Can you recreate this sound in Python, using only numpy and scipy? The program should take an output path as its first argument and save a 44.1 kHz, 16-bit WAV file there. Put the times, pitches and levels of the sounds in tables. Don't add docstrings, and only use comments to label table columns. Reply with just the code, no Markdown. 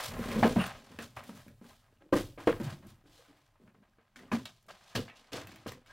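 import sys
import numpy as np
from scipy import signal
from scipy.fft import rfft, irfft
from scipy.io import wavfile
from scipy.ndimage import uniform_filter1d

SR = 44100
rng = np.random.default_rng(int(sys.argv[2]) if len(sys.argv) > 2 else 0)


def wrap_up_sound(samples):
    columns = np.atleast_2d(samples).T
    tamed = np.clip(columns, -1, 1)
    steps = np.round(tamed * 32767).astype(np.int16)
    wavfile.write(sys.argv[1], SR, steps)


def linear_from_db(decibels):
    return 10 ** (np.asarray(decibels, float) / 20)


N = 261072

# start_s, build_up_s, boom_db,
# fade_s (time to fall 30 dB), shake_db (shaking under the camera, relative to the boom)
FLOOR_LOADS = [(0.049, 0.14, -43, 0.6, -1.5), (.32, .1, -39.5, .4, -6), (.54, 0.03, -37, 0.2, -19),
               (0.899, 0.13, -53.5, 0.26, -21), (1.163, .012, -51.5, .15, -19.5),
               (1.28, 0.046, -58, 1.16, -8), (2.125, .02, -41, 0.35, -6), (2.375, 0.037, -55.5, 0.7, -20),
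               (2.47, 0.022, -44.5, .5, -6), (2.6, 0.044, -45, 0.25, -15), (2.83, 0.056, -56.5, 0.2, -4),
               (3.001, .05, -69.5, 1.5, -8), (3.58, 0.074, -66.5, 0.3, -11), (4.16, .1, -65.5, 1.2, -18),
               (4.31, 0.021, -47, 0.25, -28), (4.95, 0.022, -38, 0.13, -14), (5.318, 0.027, -51, .6, -15),
               (5.662, 0.021, -44, 0.12, -10), (5.86, 0.067, -67, .3, -4)]
# start_s, build_up_s, peak_db, fade_s (time to fall 30 dB)
SHOVES = [(.09, .11, -38, 0.78), (.31, 0.068, -30, 0.22), (.428, 0.021, -24, 0.13), (.556, 0.03, -32, 0.1),
          (.905, .045, -46.5, 0), (.987, .01, -45.5, 0.17), (1.164, 0.014, -56, 0.45),
          (1.289, 0.0053, -43.5, 0.18), (1.465, .022, -54, 0.15), (1.612, .006, -49, 0.19),
          (1.88, .03, -66, .2), (2.005, 0.021, -58.5, 0.2), (2.125, 0.0093, -27, 0.16),
          (2.375, 0.0068, -45.5, 0.16), (2.471, 0.021, -29, 0.09), (2.599, .008, -41, 0.29),
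          (2.825, 0.028, -56.5, 0.22), (3.04, 0.008, -63.5, .35), (3.285, 0.023, -63, .2),
          (3.6, .02, -60, .25), (3.746, 0.014, -64.5, 0.3), (4.16, 0.073, -51.5, 0.19),
          (4.317, 0.022, -34, 0.12), (4.66, 0.055, -69.5, 0.4), (4.95, .012, -33, 0.14),
          (5.078, 0.034, -70, 1.3), (5.325, .02, -40, 0.16), (5.47, 0.0077, -53.5, 0.28),
          (5.665, 0.013, -39.5, 0.14), (5.86, 0.019, -68.5, 2)]
# start_s, build_up_s, peak_db, fade_s (time to fall 30 dB)
RUBS = [(0, 0.0018, -37, 0.19), (.11, 0.22, -42.5, 0.56), (.565, 0.053, -36, 0.2236),
        (.87, 0.057, -60.5, 0.63), (1.164, 0.011, -46.5, 0.17), (1.355, 0.037, -56, 0.14),
        (1.63, 0.077, -63, 0.16), (1.83, .02, -70, .15), (2.005, .018, -65, 0.04), (2.16, 0.017, -42, 0.12),
        (2.378, 0.029, -48, 0.14), (2.599, .1, -48, 0.1248), (2.824, 0.0037, -62, 0.35),
        (3.05, 0.22, -67, 0.58), (3.556, .002, -71, 0.1), (4.158, 0.078, -61.5, .25),
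        (4.455, .003, -53, 0.1), (4.685, .003, -50.5, 0.18), (4.808, 0.13, -61, 1.5),
        (5.079, .002, -54, .08), (5.32, 0.03, -45, 0.24), (5.47, 0.11, -61.5, 0.5),
        (5.88, 0.056, -59.5, .3)]
# start_s, build_up_s, peak_db, fade_s (time to fall 30 dB)
FILM_BENDS = [(0, 0.048, -41.5, 0.16), (.2, 0.13, -49, 0.29), (.38, 0.078, -46, .6),
              (.595, 0.064, -48.5, 0.16), (.87, 0.059, -67, 0.7), (.988, 0.039, -52.5, 0.15),
              (1.164, 0.0033, -59.5, .25), (1.24, .035, -60, 0.3), (1.35, 0.021, -60, 0.24),
              (1.63, 0.056, -64, 0.3), (2.125, 0.05, -44, 0.17), (2.385, 0.014, -59.5, 0.44),
              (2.471, .004, -46.5, .13), (2.599, .004, -58, 0.13), (2.632, .01, -50, 0.1449),
              (2.695, 0.01, -54, 0.15), (2.865, 0.03, -63, 0.12), (3.06, .12, -65, 0.43),
              (3.37, .07, -76, 0.25), (4.158, 0.0027, -58, 0.19), (4.317, 0.0017, -47, 0.21),
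              (4.455, .003, -59.5, 0.26), (4.685, .003, -57.5, 0.3), (4.808, 0.078, -60.5, 0.4),
              (4.95, 0.0033, -39, 0.1371), (5.15, 0.02, -61, .3), (5.32, 0.044, -45.5, 0.14),
              (5.47, 0.038, -59, 0.36), (5.665, 0.016, -48.5, .12), (5.86, 0.011, -66.5, 2)]
# start_s, panel_hz, second_panel_hz,
# second_db (relative to the first)
STANCES = [(0, 222, 480, -14.5), (0.427, 235.4, 480, -4), (.556, 223.9, 548, -4.5),
           (1.164, 228.2, 595, -12.5), (2.005, 300, 545, -4), (2.471, 310.6, 499.4, 0.5),
           (2.599, 210.1, 342.3, -3), (3.05, 290, 540, -7.5), (3.554, 211.6, 376.5, -8.5),
           (4.157, 238.6, 540, -8), (4.457, 188.5, 384.5, -3.5), (4.95, 233, 480, -9),
           (5.318, 294, 517, -4), (5.47, 216.2, 333.2, 0), (5.661, 243.4, 500, -6)]
# pitch_hz, width_hz, level_db
LOW_PANELS = [(180, 53, 1), (232, 33, -5), (343, 120, -3.5), (480, 110, -2.5), (545, 57, -3.5)]
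# pitch_hz, width_hz, level_db
HIGH_PANELS = [(806, 160, -7.5), (1042, 65, 13), (1262, 92, 8.5), (1680, 114, 1), (2030, 470, -23.5),
               (2419, 140, 3), (3020, 250, -15.5)]
# pitch_hz, level_db
SCRAPE_COLOUR = [(290, -19), (500, -8.5), (629, 0), (770, -5), (1060, -16), (1300, -16), (1650, -4),
                 (4500, -24), (5850, -57), (9900, -120)]
# pitch_hz, level_db
RUSTLE_COLOUR = [(1880, -16), (3200, -6), (4720, -9), (9260, -17), (14900, -22.5), (15800, -23),
                 (16300, -34.5)]
# start_s, treble_db
FILM_SHEEN = [(0, 4), (.7, -4), (1.3, 4.5), (2.2, 2.5), (2.9, -2), (3.3, 1), (4.3, -2.5), (5.2, -7),
              (5.92, -6)]
# start_s, length_s, pitch_hz, width_hz, level_db
STRAP_JINGLES = [
    (0.468, .025, 12760, 150, -57),
    (0.478, 0.049, 9430, 587.8, -55.5),
    (0.571, .1, 9300, 900, -54.5),
    (0.591, 0.04, 2780, 500, -37),
    (3.133, 0.079, 4100, 149, -74),
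    (3.18, 0.052, 526, 60, -63.5),
    (5.08, 0.012, 2200, 1600, -51),
    (5.096, 0.0089, 2340, 1230, -47.5),
    (5.879, 0.058, 1600, 120, -57.5),
]
# length_s, pitch_hz, width_hz, level_db
BOARD_HUM = (.11, 131.5, 22, -38.5)
BOARD_HUM_START_S = 2.615
# start_s, pitch_hz, peak_db, ring_s (time to fall 60 dB)
TAPS = [(1.168, 1200, -42, .02), (1.4815, 1670, -52, .015), (4.6199, 6000, -62, .004),
        (4.6289, 7000, -60, .004), (1.8232, 1310, -61, .02), (1.9723, 2820, -60, .01),
        (2.3869, 1630, -44, .02), (2.3999, 900, -43, .02), (3.04, 400, -58, .04), (3.0579, 1600, -62, .02),
        (3.245, 520, -62, .06), (3.25, 1500, -64, .08), (3.285, 290, -56, .12), (3.29, 2300, -69, .05),
        (3.5567, 900, -57, .02), (3.6, 400, -58, .08), (3.6565, 614, -60, .03), (3.7468, 1210, -58, .02),
        (3.8271, 1580, -62, .03), (3.9349, 1600, -63, .015), (4.0731, 1300, -64, .02),
        (4.1923, 1750, -46, .015), (4.2557, 2980, -56, .02), (4.285, 1200, -54, .03),
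        (4.658, 600, -60, .02), (4.6857, 1160, -46, .03), (4.8104, 1610, -53, .02), (4.907, 3000, -56, .01),
        (5.072, 4500, -54, .02), (5.0808, 1660, -42, .015), (5.0978, 1870, -43, .015),
        (5.1572, 2820, -54, .02), (5.1641, 2750, -52, .02), (5.245, 2200, -56, .02)]
# start_s, pitch_hz, peak_db, ring_s (time to fall 60 dB)
BOARD_RINGS = [(.428, 1700, -26, .04), (.433, 720, -15, .05), (.438, 1043, -21, .06), (.44, 2900, -32, .04),
               (.436, 236, -17, .05), (.4445, 236, -16, .06), (.452, 420, -20, .05), (.459, 640, -22, .05),
               (.563, 700, -22, .04), (.5652, 215, -13.5, .09), (.582, 215, -14, .06),
               (.592, 190, -22, .08), (.606, 1110, -28, .06), (.614, 620, -29, .04),
               (2.1325, 540, -15, .05), (2.132, 1570, -27, .04), (2.128, 1040, -25, .05),
               (2.137, 1200, -26, .04), (2.137, 330, -15, .035), (2.128, 200, -22, .08),
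               (2.16, 520, -19, .04), (2.163, 1950, -32, .03), (2.174, 1900, -35, .03),
               (2.205, 330, -32, .08), (2.473, 640, -19, .05), (2.475, 1100, -26, .06),
               (2.481, 300, -17, .04), (2.49, 1400, -30, .05), (2.49, 484, -18, .07),
               (2.495, 200, -24, .04), (4.317, 2500, -30, .035), (4.318, 1670, -32, .04),
               (4.32, 830, -30, .04), (4.326, 1210, -33, .06), (4.328, 1670, -34, .04),
               (4.3307, 242, -22, .1), (4.339, 242, -24, .05), (4.358, 380, -34, .04),
               (4.37, 250, -33, .08), (4.402, 250, -40, .1), (4.951, 1670, -30, .05),
               (4.955, 242, -26, .08), (4.961, 3230, -29, .03), (4.962, 5500, -36, .02),
               (4.962, 4300, -34, .03), (4.963, 7000, -40, .02), (4.975, 3000, -40, .04),
               (5.345, 700, -38, .05), (5.372, 1500, -42, .04), (5.375, 600, -40, .05)]
# start_s, snap_db, tick_db (bright tick relative to the snap)
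SLACK_SNAPS = [(0.4436, -38, -29), (0.4709, -30, -21), (0.6135, -24, -16.5), (0.6654, -31.5, -6.5),
               (0.9288, -53, -17), (1.0234, -38, -7), (1.1674, -42, -11), (1.3543, -56, -14.5),
               (1.643, -49.5, -10.5), (2.1627, -36, -14), (2.4748, -27, -29), (2.6, -42.5, -8),
               (2.6317, -46, -7), (2.7, -42, -17.5), (2.869, -56, 1), (2.903, -58, 3), (4.318, -32, -32),
               (4.6831, -53.5, -7.5)]
SLACK_HZ = 1117
# start_s, snap_db, pitch_hz, tick_db (bright tick relative to the snap)
TIGHT_SNAPS = [(0.316, -28, 1970, -15), (0.3493, -39, 1348, -15.5), (0.9886, -29.5, 1640, -17),
               (1.2375, -44, 1440, -2.5), (1.4815, -49.5, 1670, -7), (3.3708, -60, 1962, -12),
               (3.6763, -55, 1358, -26), (4.1591, -38, 1780, -26), (4.1913, -43.5, 1740, -19),
               (4.4552, -29.5, 3020, -17), (4.6269, -67, 1650, 3), (4.665, -67, 1703, 3),
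               (4.9531, -27, 1680, -15), (4.9601, -21, 3040, -19.5), (5.3319, -29, 3480, -18),
               (5.4124, -39, 1690, -25), (5.471, -40, 2010, -8), (5.5163, -42.5, 1680, -18),
               (5.559, -45, 1970, -8.5), (5.675, -39, 1460, -8.5), (5.7197, -35, 1650, -9.5),
               (5.8614, -48.5, 1642, -16)]
# start_s, blow_db, second_panel_hz, second_db (relative to the blow),
# hard_db (high tones relative to the blow)
KNOCKS = [(0.428, -14.5, 844, -3, -8), (0.4487, -16.5, 640, -8, -14), (0.559, -25, 426, -6, -10),
          (0.582, -21, 180, -3, -18), (0.988, -35, 482, -10, -8.5), (1.167, -46.5, 900, 0, 1),
          (1.292, -39, 175, -1, -10), (1.465, -44, 427, -17, -27), (1.614, -44.5, 537, -10, -21),
          (2.126, -13.5, 559, -1, -15), (2.159, -22, 544, -7, -25), (2.376, -39, 617, -3, -8),
          (2.472, -14, 500, -4, -11.5), (2.6, -31, 570.2, -6, -16), (3.606, -55.5, 402, -6, -26),
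          (3.679, -52.5, 154.7, -2, -13), (3.746, -56, 439, -5, -10), (3.829, -59, 664, -9.5, -6),
          (3.984, -56, 474, -5, -4.5), (4.316, -30, 145, 0, 0), (4.326, -24, 547, -14, -30),
          (4.954, -26, 748, -8, -10), (5.34, -38.5, 510, -12, -15.5), (5.661, -31.5, 657, -9, -11)]
# pitch_hz, decay_s (time to fall 60 dB)
ROOM_DECAY = [(100, .3), (300, .2), (2000, .16), (6000, .12), (14000, .08)]
# pitch_hz, difference_db (relative to their sum)
PORT_DIFFERENCE = [(150, -40), (700, -22), (1400, -21), (2800, -15.5), (5600, -9.5), (10000, -3),
                   (14000, -2)]


def evened(x):
    return x / np.sqrt(np.mean(x ** 2) + 1e-20)


def read(points, hz):
    f, value = np.transpose(points)
    return np.interp(np.log(hz + 1), np.log(f + 1), value)


def add(mix, s, sound):
    part = mix[round(s * SR):][:len(sound)]
    part += sound[:len(part)]


def resonate(x, hz, width):
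    turn = np.exp(2j * np.pi * np.cumsum(hz * np.ones(len(x))) / SR)
    r = np.exp(-np.pi * width / SR)
    smoothed = signal.lfilter([1 - r], [1, -r], x / turn + 1e-18)
    return 2 * (turn * smoothed).real


def highpass(hz):
    return signal.butter(2, hz, "high", fs=SR, output="sos")


def coloured(x, spectrum):
    gain = linear_from_db(read(spectrum, np.fft.rfftfreq(len(x), 1 / SR)))
    return evened(irfft(rfft(x) * gain, len(x)))


def grains(per_s, spread_db, smooth):
    size = linear_from_db(spread_db * np.minimum(rng.exponential(1, N), 4)) * rng.standard_normal(N)
    slips = evened(size * (rng.random(N) < per_s / SR))
    return slips + smooth * rng.standard_normal(N)


def clumps(width_s, depth_db):
    wander = uniform_filter1d(rng.standard_normal(N), int(width_s * SR))
    return linear_from_db(depth_db * evened(wander))


def bursts(rows, start_db, rest_db):
    t = np.arange(N // 32 + 2) * 32 / SR
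    power = linear_from_db(2 * rest_db)
    for s, build, db, fade in rows:
        u = t - s
        rising_db = start_db * (1 - u / build)
        falling_db = -30 * (u - build) / fade
        shape_db = np.clip(np.where(u < build, rising_db, falling_db), -200, 0)
        power = power + (u >= 0) * linear_from_db(2 * (db + shape_db))
    return np.interp(np.arange(N) / SR, t, np.sqrt(power))


def stance(t):
    s, *columns = np.transpose(STANCES)
    index = np.maximum(np.searchsorted(s, t + .004, "right") - 1, 0)
    return [c[index] for c in columns]


def rumble():
    s, build, boom_db, fade, shake_db = np.transpose(FLOOR_LOADS)
    boom = coloured(rng.standard_normal(N),
                    [(50, -38.5), (75, -5), (95, -2.5), (125, -1), (150, -8.0), (200, -45.5)])
    shake = coloured(rng.standard_normal(N), [(12, -38.5), (25, 4.5), (33, -3), (48, -1), (70, -42)])
    boom_level = bursts(zip(s, build, boom_db, fade), start_db=-11, rest_db=-80)
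    shake_level = bursts(zip(s, build, boom_db + shake_db, 1.1 * fade), start_db=-14.5, rest_db=-76.5)
    return boom * boom_level + shake * shake_level


def panel_shake():
    first_hz, second_hz, second_db = stance(np.arange(N) / SR)
    slips = grains(300, spread_db=0.5, smooth=.6)
    fixed = 0
    for k, (hz, width, db) in enumerate(LOW_PANELS):
        fixed = fixed + (-1) ** k * linear_from_db(db) * evened(resonate(slips, hz, width))
    first = evened(resonate(resonate(slips, first_hz, 70), first_hz, 89))
    second = evened(resonate(resonate(slips, second_hz, 70), second_hz, 89))
    drag = signal.sosfilt(highpass(130), first - linear_from_db(second_db) * second + .5 * fixed)
    return evened(drag) * bursts(SHOVES, start_db=-12, rest_db=-83)


def scrape(cluster):
    grit = cluster * grains(900, spread_db=2.5, smooth=0.94)
    boards = 0
    for k, (hz, width, db) in enumerate(HIGH_PANELS):
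        boards = boards + (-1) ** k * linear_from_db(db) * resonate(grit, hz, width)
    # start, build-up, level 4 dB under the blow's high tones, fade
    jars = [(s, 0.0025, db + hard_db - 4, 0.11) for s, db, _, _, hard_db in KNOCKS]
    return coloured(grit + 1.64 * boards, SCRAPE_COLOUR) * bursts(RUBS + jars, start_db=-6.5, rest_db=-79)


def rustle(cluster):
    crackle = cluster * clumps(0.0047, depth_db=1.5) * grains(1500, spread_db=3.5, smooth=2.2)
    film = coloured(crackle, RUSTLE_COLOUR)
    treble = signal.sosfiltfilt(highpass(8500), film)
    sheen_db = np.interp(np.arange(N) / SR, *np.transpose(FILM_SHEEN))
    film = film + (linear_from_db(sheen_db) - 1) * treble
    return film * bursts(FILM_BENDS, start_db=-8, rest_db=-85.5)


def handling():
    cluster = clumps(0.0094, depth_db=1.36)
    return panel_shake() + scrape(cluster) + rustle(cluster)


def jingle(s, length, hz, width_hz, db):
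    n = round(length * SR)
    shiver = resonate(resonate(rng.standard_normal(n), hz, width_hz), hz, width_hz)
    return s, linear_from_db(db) * evened(shiver) * signal.windows.tukey(n, .6)


def ring(s, hz, db, t60, rise_s, partner_db):
    t = np.arange(SR // 5) / SR
    partner = linear_from_db(partner_db - 60 * t / t60) * np.sin(2 * np.pi * 1.47 * hz * t)
    pair = np.sin(2 * np.pi * hz * t) + partner
    return s, linear_from_db(db - 60 * t / t60) * np.minimum(t / rise_s, 1) * pair


def snap(s, db, hz, tick_db):
    t = np.arange(2000) / SR
    body, tick = rng.standard_normal((2, len(t)))
    body = resonate(resonate(body * np.exp(-t / .004), hz, .9 * hz), hz, .9 * hz)
    tick = signal.sosfilt(highpass(5000), tick * np.exp(-t / 0.003))
    return s, linear_from_db(db) * (body / abs(body).max() + linear_from_db(tick_db + 6.5) * tick / abs(tick).max())


def knock(s, db, second_hz, second_db, hard_db, chance):
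    blows = np.zeros(SR // 6)
    corners = (np.cumsum(chance[:4]) * .006 * SR).astype(int)
    blows[corners] = 0.4 ** np.arange(1, 5) * np.sign(chance[4:8] - .4)
    blows[0] = 1

    soft = np.convolve(blows, np.hanning(30), "full")[:len(blows)]
    first = evened(resonate(soft, 1.04 * stance(s)[0], 60))
    second = evened(resonate(soft, second_hz, 50))
    others = sum(linear_from_db(d) * evened(resonate(soft, f, w)) for f, w, d in LOW_PANELS)
    low = first - linear_from_db(second_db + 5.5) * second + .25 * others

    sharp = np.convolve(blows, np.hanning(12), "full")[:len(blows)]
    high = 0
    for k, (f, w, d) in enumerate(HIGH_PANELS):
        pitch_hz = f * (0.89 + .06 * chance[8 + k])
        high = high + (-1) ** k * linear_from_db(d) * resonate(sharp, pitch_hz, 0.64 * w)
    return s, linear_from_db(db) * (low / abs(low).max() + linear_from_db(hard_db) * high / abs(high).max())


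def room(x):
    taps = np.zeros(SR // 2)
    at = np.arange(200, len(taps) - 20, 20)
    taps[at + rng.integers(0, 20, len(at))] = rng.choice([-1., 1.], len(at))
    hz, t, z = signal.stft(taps, SR, nperseg=512)
    decay = linear_from_db(-60 * t / read(ROOM_DECAY, hz)[:, None])
    tail = signal.istft(z * decay, SR, nperseg=512)[1]
    return signal.fftconvolve(x, tail / np.linalg.norm(tail))[:N]


def ports(x):
    hz, t, z = signal.stft(x, SR, nperseg=256)
    random_phase = np.exp(2j * np.pi * rng.random(z.shape[::-1]).T)
    scrambled = z * linear_from_db(read(PORT_DIFFERENCE, hz))[:, None] * random_phase
    side = signal.istft(scrambled, SR, nperseg=256)[1][:N] + 0.0091 * x
    return np.array([x + side, x - side])


def scene():
    hits, ticks, boards = np.zeros((3, N))
    for row in STRAP_JINGLES + [(BOARD_HUM_START_S, *BOARD_HUM)]:
        add(ticks, *jingle(*row))
    for row in TAPS:
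        add(ticks, *ring(*row, rise_s=.0004, partner_db=-6))
    for row in BOARD_RINGS:
        add(boards, *ring(*row, rise_s=.003, partner_db=-15))
    for s, db, tick_db in SLACK_SNAPS:
        add(ticks, *snap(s, db, SLACK_HZ, tick_db))
    for row in TIGHT_SNAPS:
        add(ticks, *snap(*row))
    for row, chance in zip(KNOCKS, rng.random((len(KNOCKS), 16))):
        add(hits, *knock(*row, chance))
    echoes = room(linear_from_db(-10) * hits + linear_from_db(-13) * boards + linear_from_db(-8) * ticks)
    direct = linear_from_db(-1.0) * hits + boards + linear_from_db(-2.5) * ticks
    return ports(direct + echoes + handling() + rumble())


def band_limit(x):
    return signal.sosfilt(signal.butter(12, 16650, fs=SR, output="sos"), x)


def record(dry):
    lowpass = signal.firwin(601, 15850, fs=SR)
    limited = signal.oaconvolve(dry, lowpass[None], "same")
    return band_limit(limited)


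dry = scene()
out = record(dry)
wrap_up_sound(out)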